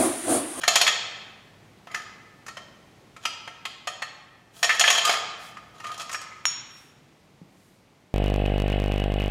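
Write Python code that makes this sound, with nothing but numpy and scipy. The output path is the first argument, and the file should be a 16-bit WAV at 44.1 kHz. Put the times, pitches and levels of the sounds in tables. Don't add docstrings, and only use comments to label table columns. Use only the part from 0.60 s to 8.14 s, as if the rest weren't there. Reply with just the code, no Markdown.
import sys
import numpy as np
from scipy import signal
from scipy.fft import rfft, irfft, next_fast_len
from scipy.io import wavfile
from scipy.ndimage import map_coordinates

SR = 44100
rng = np.random.default_rng(int(sys.argv[2]) if len(sys.argv) > 2 else 0)


def unload_wav(signal):
    wavfile.write(
        sys.argv[1],
        SR,
        np.round(np.clip(np.atleast_2d(signal).T, -1, 1) * 32767).astype(np.int16),
    )


N = 332514

# start and length in seconds, rasp and singing levels in dB.
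SLIDES = [(0, 0.27, -38.5, -61), (1.313, 0.11, -48.5, -43.5), (2.642, .01, -47, -62),
          (3.956, 0.077, -53, -78), (4.095, 0.11, -35, -66), (4.251, .14, -26.5, -45),
          (4.451, 0.066, -24, -31.5), (4.804, 0.07, -52, -57), (5.149, 0.084, -54.5, -58.5),
          (5.252, 0.09, -42.5, -36.5), (5.401, 0.017, -40.5, -47), (5.573, 0.15, -71, -46.5)]
# pitch in Hz, level in dB.
FREE_MODES = [(480, -14.5), (595, -10), (712, -1.5), (783, -6), (1092, -4), (1211, -5), (1292, 0.5),
              (1627, -9), (1753, 1.5), (1860, 1.5), (2057, -3.5), (2398, -2), (2607, 2), (2850, -9.5),
              (3082, -2), (3119, 0.5), (3323, 1), (3470, -9), (4240, -3), (4304, -1), (4900, -11.5),
              (5580, -9.5), (6040, -7), (6580, -0.5), (6680, -2), (6940, -0.5), (7600, -11.5), (9660, -13)]
# pitch in Hz, level in dB.
HELD_MODES = [(715, -8.5), (1080, 1), (1275, -1), (1325, 4), (1825, -0.5), (2090, -2), (2200, -6.5),
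              (2500, 1.5), (2660, -6.5), (2920, -0.5), (3160, -1), (4300, -1.5), (4830, -2), (5030, -4),
              (5860, -3), (6920, -13.5), (8030, -7.5)]
# frequency in Hz, relative level per mode in dB.
SHEET_TONE = [(150, -18), (380, -23.5), (600, -7.5), (1500, -7), (3000, -6), (4200, -12), (5200, -12.5),
              (6800, -11.5), (8000, -19), (11500, -22.5), (16000, -38.5)]
# pitch in Hz, level in dB,
# 60 dB decay time in seconds.
HOLLOW_DEEP = [(770, -23, .05), (1177, -2.5, .06), (1227, 7, 0.13), (1750, -9.5, .06), (2360, -13.5, .06)]
HOLLOW_SHALLOW = [(1273, 1, 0.13), (1749, -8, .05), (2035, 0, 0.055), (2192, -5, 0.05)]
# time in seconds, position from 0 (deep) to 1 (near the mouth).
TUBE_POSITION = [(3.1, 0.89), (4.0, .03), (5.4, 0.12), (5.55, 0.88)]
# time in seconds, grip from 0 (free) to 1 (held).
GRIP = [(0.3, .18), (1.3, 0.48), (3.05, 0.82), (3.27, 0.29), (4.39, .1), (4.45, 0.77)]
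# frequency in Hz, relative level in dB.
AMBIENCE_TONE = [(18, -57), (30, -32.5), (48, -12), (81, -15), (103, -4.5), (189, -7), (273, -11),
                 (328, -11), (461, -14), (801, -16.5), (1760, -24.5), (1960, -21), (2680, -24.5),
                 (6210, -31.5), (16000, -45)]
# time in seconds, level in dB.
AMBIENCE_RIDE = [(0, -54.5), (2.4, -54.5), (3.7, -58.5), (5, -54.5), (7.5, -59)]
# frequency in Hz, level in dB, 60 dB decay time in seconds.
REVERB_BANDS = [(150, -8.5, 1.0), (493, -1.5, 1.15), (1000, -4.5, 1.22), (1970, -8, 1.3),
                (4170, -1.5, 0.84), (6650, -5, 0.78), (8550, -3.5, 0.23), (16000, -11, .32)]
# start in seconds, level in dB, clang in dB, treble in dB.
KNOCKS = [(0.0335, -24, 9.5, 0), (0.078, -13.5, -6, -1.5), (0.1555, -13, -3, 2), (0.2128, -14.5, -6, -1.5),
          (0.2652, -18.5, 5.5, -3), (0.2755, -16, 7, -1.5), (1.27, -42.5, 0, -1), (1.345, -26.5, 12, 2.5),
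          (1.864, -41.5, 10, 10), (1.881, -36, 4, 1.5), (1.969, -36.5, 4.5, -5), (2.564, -44.5, 8, 2),
          (2.6528, -22.5, 2, 1.5), (2.875, -35.5, 4, -7), (3.0525, -29.5, 4, 0), (3.2718, -26.5, -0.5, -2),
          (3.4205, -28, 7.5, -3), (4.0285, -17, 3, 4), (4.043, -22, -7.5, -1), (4.092, -17, 14, -4.5),
          (4.104, -19, 11.5, -7), (4.1945, -16, 4, 10.5), (4.209, -15, -6, -7), (4.2385, -15.5, 14, -4.5),
          (4.2765, -15, -1.5, -10), (4.301, -16, -1.5, 2), (4.378, -22.5, -9, -2.5), (4.45, -23, -2, 7),
          (4.493, -19, 8, 0), (4.537, -27, 16, 6), (4.9695, -43, 22, 1), (5.2005, -41.5, 10.5, 2),
          (5.242, -37.5, 7, -1), (5.377, -42, -10, 11), (5.415, -40.5, -18, 12), (5.493, -36, 6, 2),
          (5.514, -38, -4, 11), (5.528, -33, 4, 12), (5.545, -29.5, 16, 3.5), (5.613, -40.5, 1, 6)]
KNOCK_EQ_HZ = [900, 1850, 3200, 6200, 10000]
# start in seconds, level in dB.
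END_STOPS = [(0.0785, -22.5), (0.213, -24.5), (4.494, -16)]
# start in seconds, level in dB.
GLANCES = [(3.272, -55), (4.03, -26), (5.5455, -34.5)]
# pitch in Hz, level in dB, 60 dB decay time in seconds.
PING_MODES = [(5551, -3, .31), (5873, -9, .16), (6029, -13, .27), (6573, -11, .3), (6850, -7, .25),
              (6916, -3, .2), (9582, -19, .14), (12060, -33, .15), (12750, -31, .08)]
# midpoint in seconds, length in seconds, level in dB.
BRUSHES = [(3.992, 0.16, -53.5), (4.85, 0.19, -55.5), (6.2, 0.35, -63.5), (7.05, 0.5, -69.5)]
# start in seconds, level in dB.
END_ON_HITS = [(4.1955, -28.5), (4.2768, -19.5), (4.3015, -20)]
# pitch in Hz, level in dB, 60 dB decay time in seconds.
END_ON_MODES = [(2705, -4.5, 0.17), (3119, -8, 0.97), (3280, -9.5, 0.079), (6590, -0.5, 0.16)]
# start in seconds, level in dB.
BUMP_HITS = [(6.8155, -37.5)]
# pitch in Hz, level in dB, 60 dB decay time in seconds.
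BUMP_MODES = [(176, 6, 0.077), (259.4, -6, 0.024), (775, -27, 0.043)]

RING_S, ATTACK_S = .25, .012
DROP_S = 5.8543


def from_db(db):
    return 10 ** (np.asarray(db) / 20)


def rms(x):
    return np.sqrt(np.mean(x ** 2) + 1e-20)


def seconds(length):
    return np.arange(int(length * SR)) / SR


def at_time(points, s):
    return np.interp(s, *np.transpose(points))


def at_hz(points, hz, column=1):
    table = np.array(points)
    return np.interp(np.log(np.maximum(hz, 1)), np.log(table[:, 0]), table[:, column])


def add(track, s, sound):
    start = round(s * SR)
    track[start:start + len(sound)] += sound[:N - start]


def high_pass(x, cut_hz):
    return signal.sosfilt(signal.butter(2, cut_hz, "high", fs=SR, output="sos"), x)


def band_pass(x, low_hz, high_hz, order):
    return signal.sosfilt(signal.butter(order, [low_hz, high_hz], "band", fs=SR, output="sos"), x)


def rings(modes, length):
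    hz, db, t60 = np.array(modes, float).T[:, :, None]
    t = seconds(length)
    return np.sin(2 * np.pi * hz * t) * from_db(db) * np.exp(-np.log(1000) * t / t60)


def struck(hits, modes):
    out, ring = np.zeros(N), rings(modes, length=0.98).sum(axis=0)
    for s, db in hits:
        add(out, s, from_db(db) * ring)
    return out


def metal_modes(tube_t60, sheet_db, sheet_t60, count=360):
    tube = [(hz, db, tube_t60) for hz, db in FREE_MODES + HELD_MODES]
    hz = np.linspace(150, 15800, count) + rng.uniform(-20, 20, count)
    sheet = np.column_stack([hz, at_hz(SHEET_TONE, hz) + sheet_db, np.full(count, sheet_t60)])
    return np.vstack([tube, sheet])


def mode_shares(grip, count):
    shares, free = np.ones(count), len(FREE_MODES)
    shares[:free] = 1 - grip
    shares[free:free + len(HELD_MODES)] = grip
    return shares * rng.choice([-1, 1], count)


def slide_envelope(slides, fall_db_per_s, rise_db_per_s=698.5, sag_db_per_s=13):
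    t, gain = np.arange(N) / SR, np.zeros(N)
    for start, length, db in slides:
        rise = rise_db_per_s * np.maximum(start - t, 0)
        sag = sag_db_per_s * np.clip(t - start, 0, length)
        fall = fall_db_per_s * np.maximum(t - start - length, 0)
        gain = np.maximum(gain, from_db(np.maximum(db - rise - sag - fall, -200)))
    return gain


def scrape(ring, slips_per_s, spread_db, wander_s=.0005, moves_per_s=16):
    sizes = from_db(spread_db * np.minimum(rng.exponential(1, N), 4))
    slips = (rng.random(N) < slips_per_s / SR) * sizes * rng.choice([-1, 1], N)
    sound = high_pass(signal.fftconvolve(slips, ring)[:N], cut_hz=480)
    steps, path = np.arange(N), rng.standard_normal(400)
    lag = wander_s * SR * np.interp(steps / SR * moves_per_s, np.arange(len(path)), path)
    sound = map_coordinates(sound, [steps + lag], order=3)
    return sound / rms(sound)


def rasp(metal):
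    envelope = slide_envelope([(s, length, db) for s, length, db, _ in SLIDES], fall_db_per_s=279.5)
    ring = mode_shares(grip=0.22, count=len(metal)) @ metal
    return envelope * scrape(ring, slips_per_s=760, spread_db=6)


def hollow_singing(kick_db=-12, clang_follow=0.69):
    envelope = slide_envelope([(s, length, db) for s, length, _, db in SLIDES], fall_db_per_s=98)
    position = at_time(TUBE_POSITION, np.arange(N) / SR)
    out = np.zeros(N)
    for modes, share in ((HOLLOW_DEEP, 1 - position), (HOLLOW_SHALLOW, position)):
        ring = rings(modes, RING_S).sum(axis=0)
        sound = envelope * scrape(ring, slips_per_s=200, spread_db=5)
        kick = high_pass(ring, cut_hz=550) / rms(ring[:int(ATTACK_S * SR)])
        for s, level_db, clang, _ in KNOCKS:
            add(sound, s, at_time(GRIP, s) * from_db(level_db + kick_db + clang_follow * clang) * kick)
        out += np.sqrt(share) * sound
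    return out


def ambience():
    size = next_fast_len(N)
    white = rfft(rng.standard_normal(size))
    tone = from_db(at_hz(AMBIENCE_TONE, np.arange(len(white)) * SR / size))
    noise = irfft(white * tone, size)[:N]
    return from_db(at_time(AMBIENCE_RIDE, np.arange(N) / SR)) * noise / rms(noise)


def tiled_reverb(x, predelay_s, build_s):
    t, edges_hz = seconds(1.5), np.geomspace(90, 16500, 16)
    onset = np.clip((t - predelay_s) / build_s, 0, 1)
    tail = np.zeros(len(t))
    for low, high in zip(edges_hz, edges_hz[1:]):
        hz = np.sqrt(low * high)
        band = band_pass(rng.standard_normal(len(t)), low, high, order=2)
        band *= onset * np.exp(-np.log(1000) * t / at_hz(REVERB_BANDS, hz, column=2))
        unity_gain = np.sqrt(2 * (high - low) / SR / np.sum(band ** 2))
        tail += band * unity_gain * from_db(at_hz(REVERB_BANDS, hz))
    return signal.fftconvolve(x, tail)[:N]


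def clatter(bounces_per_s, offset_db, spread_db, treble_db):
    rows = []
    for start, length, rasp_db, _ in SLIDES:
        delays = np.cumsum(rng.exponential(1 / bounces_per_s, size=12))
        accents, clangs = spread_db * rng.uniform(-2, 2, size=(2, 12))
        rows += [(start + s, rasp_db + offset_db + accent, clang, treble_db)
                 for s, accent, clang in zip(delays, accents, clangs) if s < length]
    return rows


def contact(chatter, chatter_s, rebounds_per_s=900):
    t = seconds(ATTACK_S * 2)
    rebounds = (rng.random(len(t)) < rebounds_per_s / SR) * rng.standard_normal(len(t))
    force = chatter * rebounds * np.exp(-t / chatter_s)
    force[0] = 1
    return force


def knock_eq(hz, level_db, clang, treble, medium_db=-28.5, range_db=14):
    body = 1.5 + 0.4249 * (medium_db - level_db)
    edge = -2 + 0.93 * treble
    eq_db = np.clip([body, clang, 0, treble, edge], -range_db, range_db)
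    return np.interp(np.log(hz), np.log(KNOCK_EQ_HZ), eq_db)


def knocks(blows, hz, metal, spread_db, detune, rise_s):
    out, steps = np.zeros(N), np.arange(metal.shape[1])
    onset = 1 - np.exp(-steps / SR / rise_s)
    for s, level_db, clang, treble in blows:
        colour_db = knock_eq(hz, level_db, clang, treble) + spread_db * rng.standard_normal(len(hz))
        weights = from_db(colour_db) * mode_shares(at_time(GRIP, s), len(hz))
        speed = 1 + detune * rng.uniform(-1, 1)
        clank = map_coordinates(weights @ metal, [steps * speed], order=3)
        clank = signal.fftconvolve(clank, contact(chatter=0.27, chatter_s=0.006))[:len(steps)]
        clank = high_pass(clank * onset, cut_hz=300)
        add(out, s, from_db(level_db) * clank / rms(clank[:int(ATTACK_S * SR)]))
    return out


def end_plate_clunks(t60):
    return high_pass(struck(END_STOPS, [(hz, db, t60) for hz, db in FREE_MODES[:4]]), cut_hz=400)


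def tube_pings(drop_db):
    glances = struck(GLANCES, PING_MODES[:1])
    drop = struck([(DROP_S, drop_db)], PING_MODES)
    return high_pass(glances + drop, cut_hz=1100)


def brushing(low_hz, high_hz):
    hiss = band_pass(rng.standard_normal(N), low_hz, high_hz, order=1)
    swells = np.zeros(N)
    for s, length, db in BRUSHES:
        add(swells, s - length / 2, from_db(db) * np.hanning(int(length * SR)))
    return swells * hiss / rms(hiss)


def tube_ring():
    return high_pass(struck(END_ON_HITS, END_ON_MODES), cut_hz=1200)


def tile_crack(peak_db, low_hz, high_hz):
    out = np.zeros(N)
    pulse = band_pass(seconds(ATTACK_S) == 0, low_hz, high_hz, order=3)
    add(out, DROP_S, from_db(peak_db) * pulse / np.abs(pulse).max())
    return out


def cloth_bump():
    return high_pass(struck(BUMP_HITS, BUMP_MODES), cut_hz=190)


def scene():
    modes = metal_modes(tube_t60=.115, sheet_db=3.5, sheet_t60=0.043)
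    metal = rings(modes, RING_S)
    blows = list(KNOCKS) + clatter(bounces_per_s=30, offset_db=-4, spread_db=1, treble_db=4.5)
    rattle = knocks(blows, modes[:, 0], metal, spread_db=2.5, detune=.012, rise_s=0.0018)
    handling = rasp(metal) + hollow_singing() + rattle + end_plate_clunks(t60=0.047)
    handling += brushing(low_hz=4500, high_hz=11000) + tube_ring() + cloth_bump()
    pings = tube_pings(drop_db=-18.5)
    crack = tile_crack(peak_db=-1.5, low_hz=1000, high_hz=3900)
    send = handling + from_db(-3.5) * pings + from_db(-2.5) * crack
    reverb = tiled_reverb(send, predelay_s=0.002, build_s=0.0026)
    return (handling + pings + crack + reverb + ambience())[None]


def record(dry):
    ceiling, stopband_hz = 0.79, 16700
    rounded = ceiling * np.tanh(dry / ceiling)
    return signal.sosfilt(signal.cheby2(14, 70, stopband_hz, fs=SR, output="sos"), rounded)


dry = scene()
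out = record(dry)
unload_wav(out)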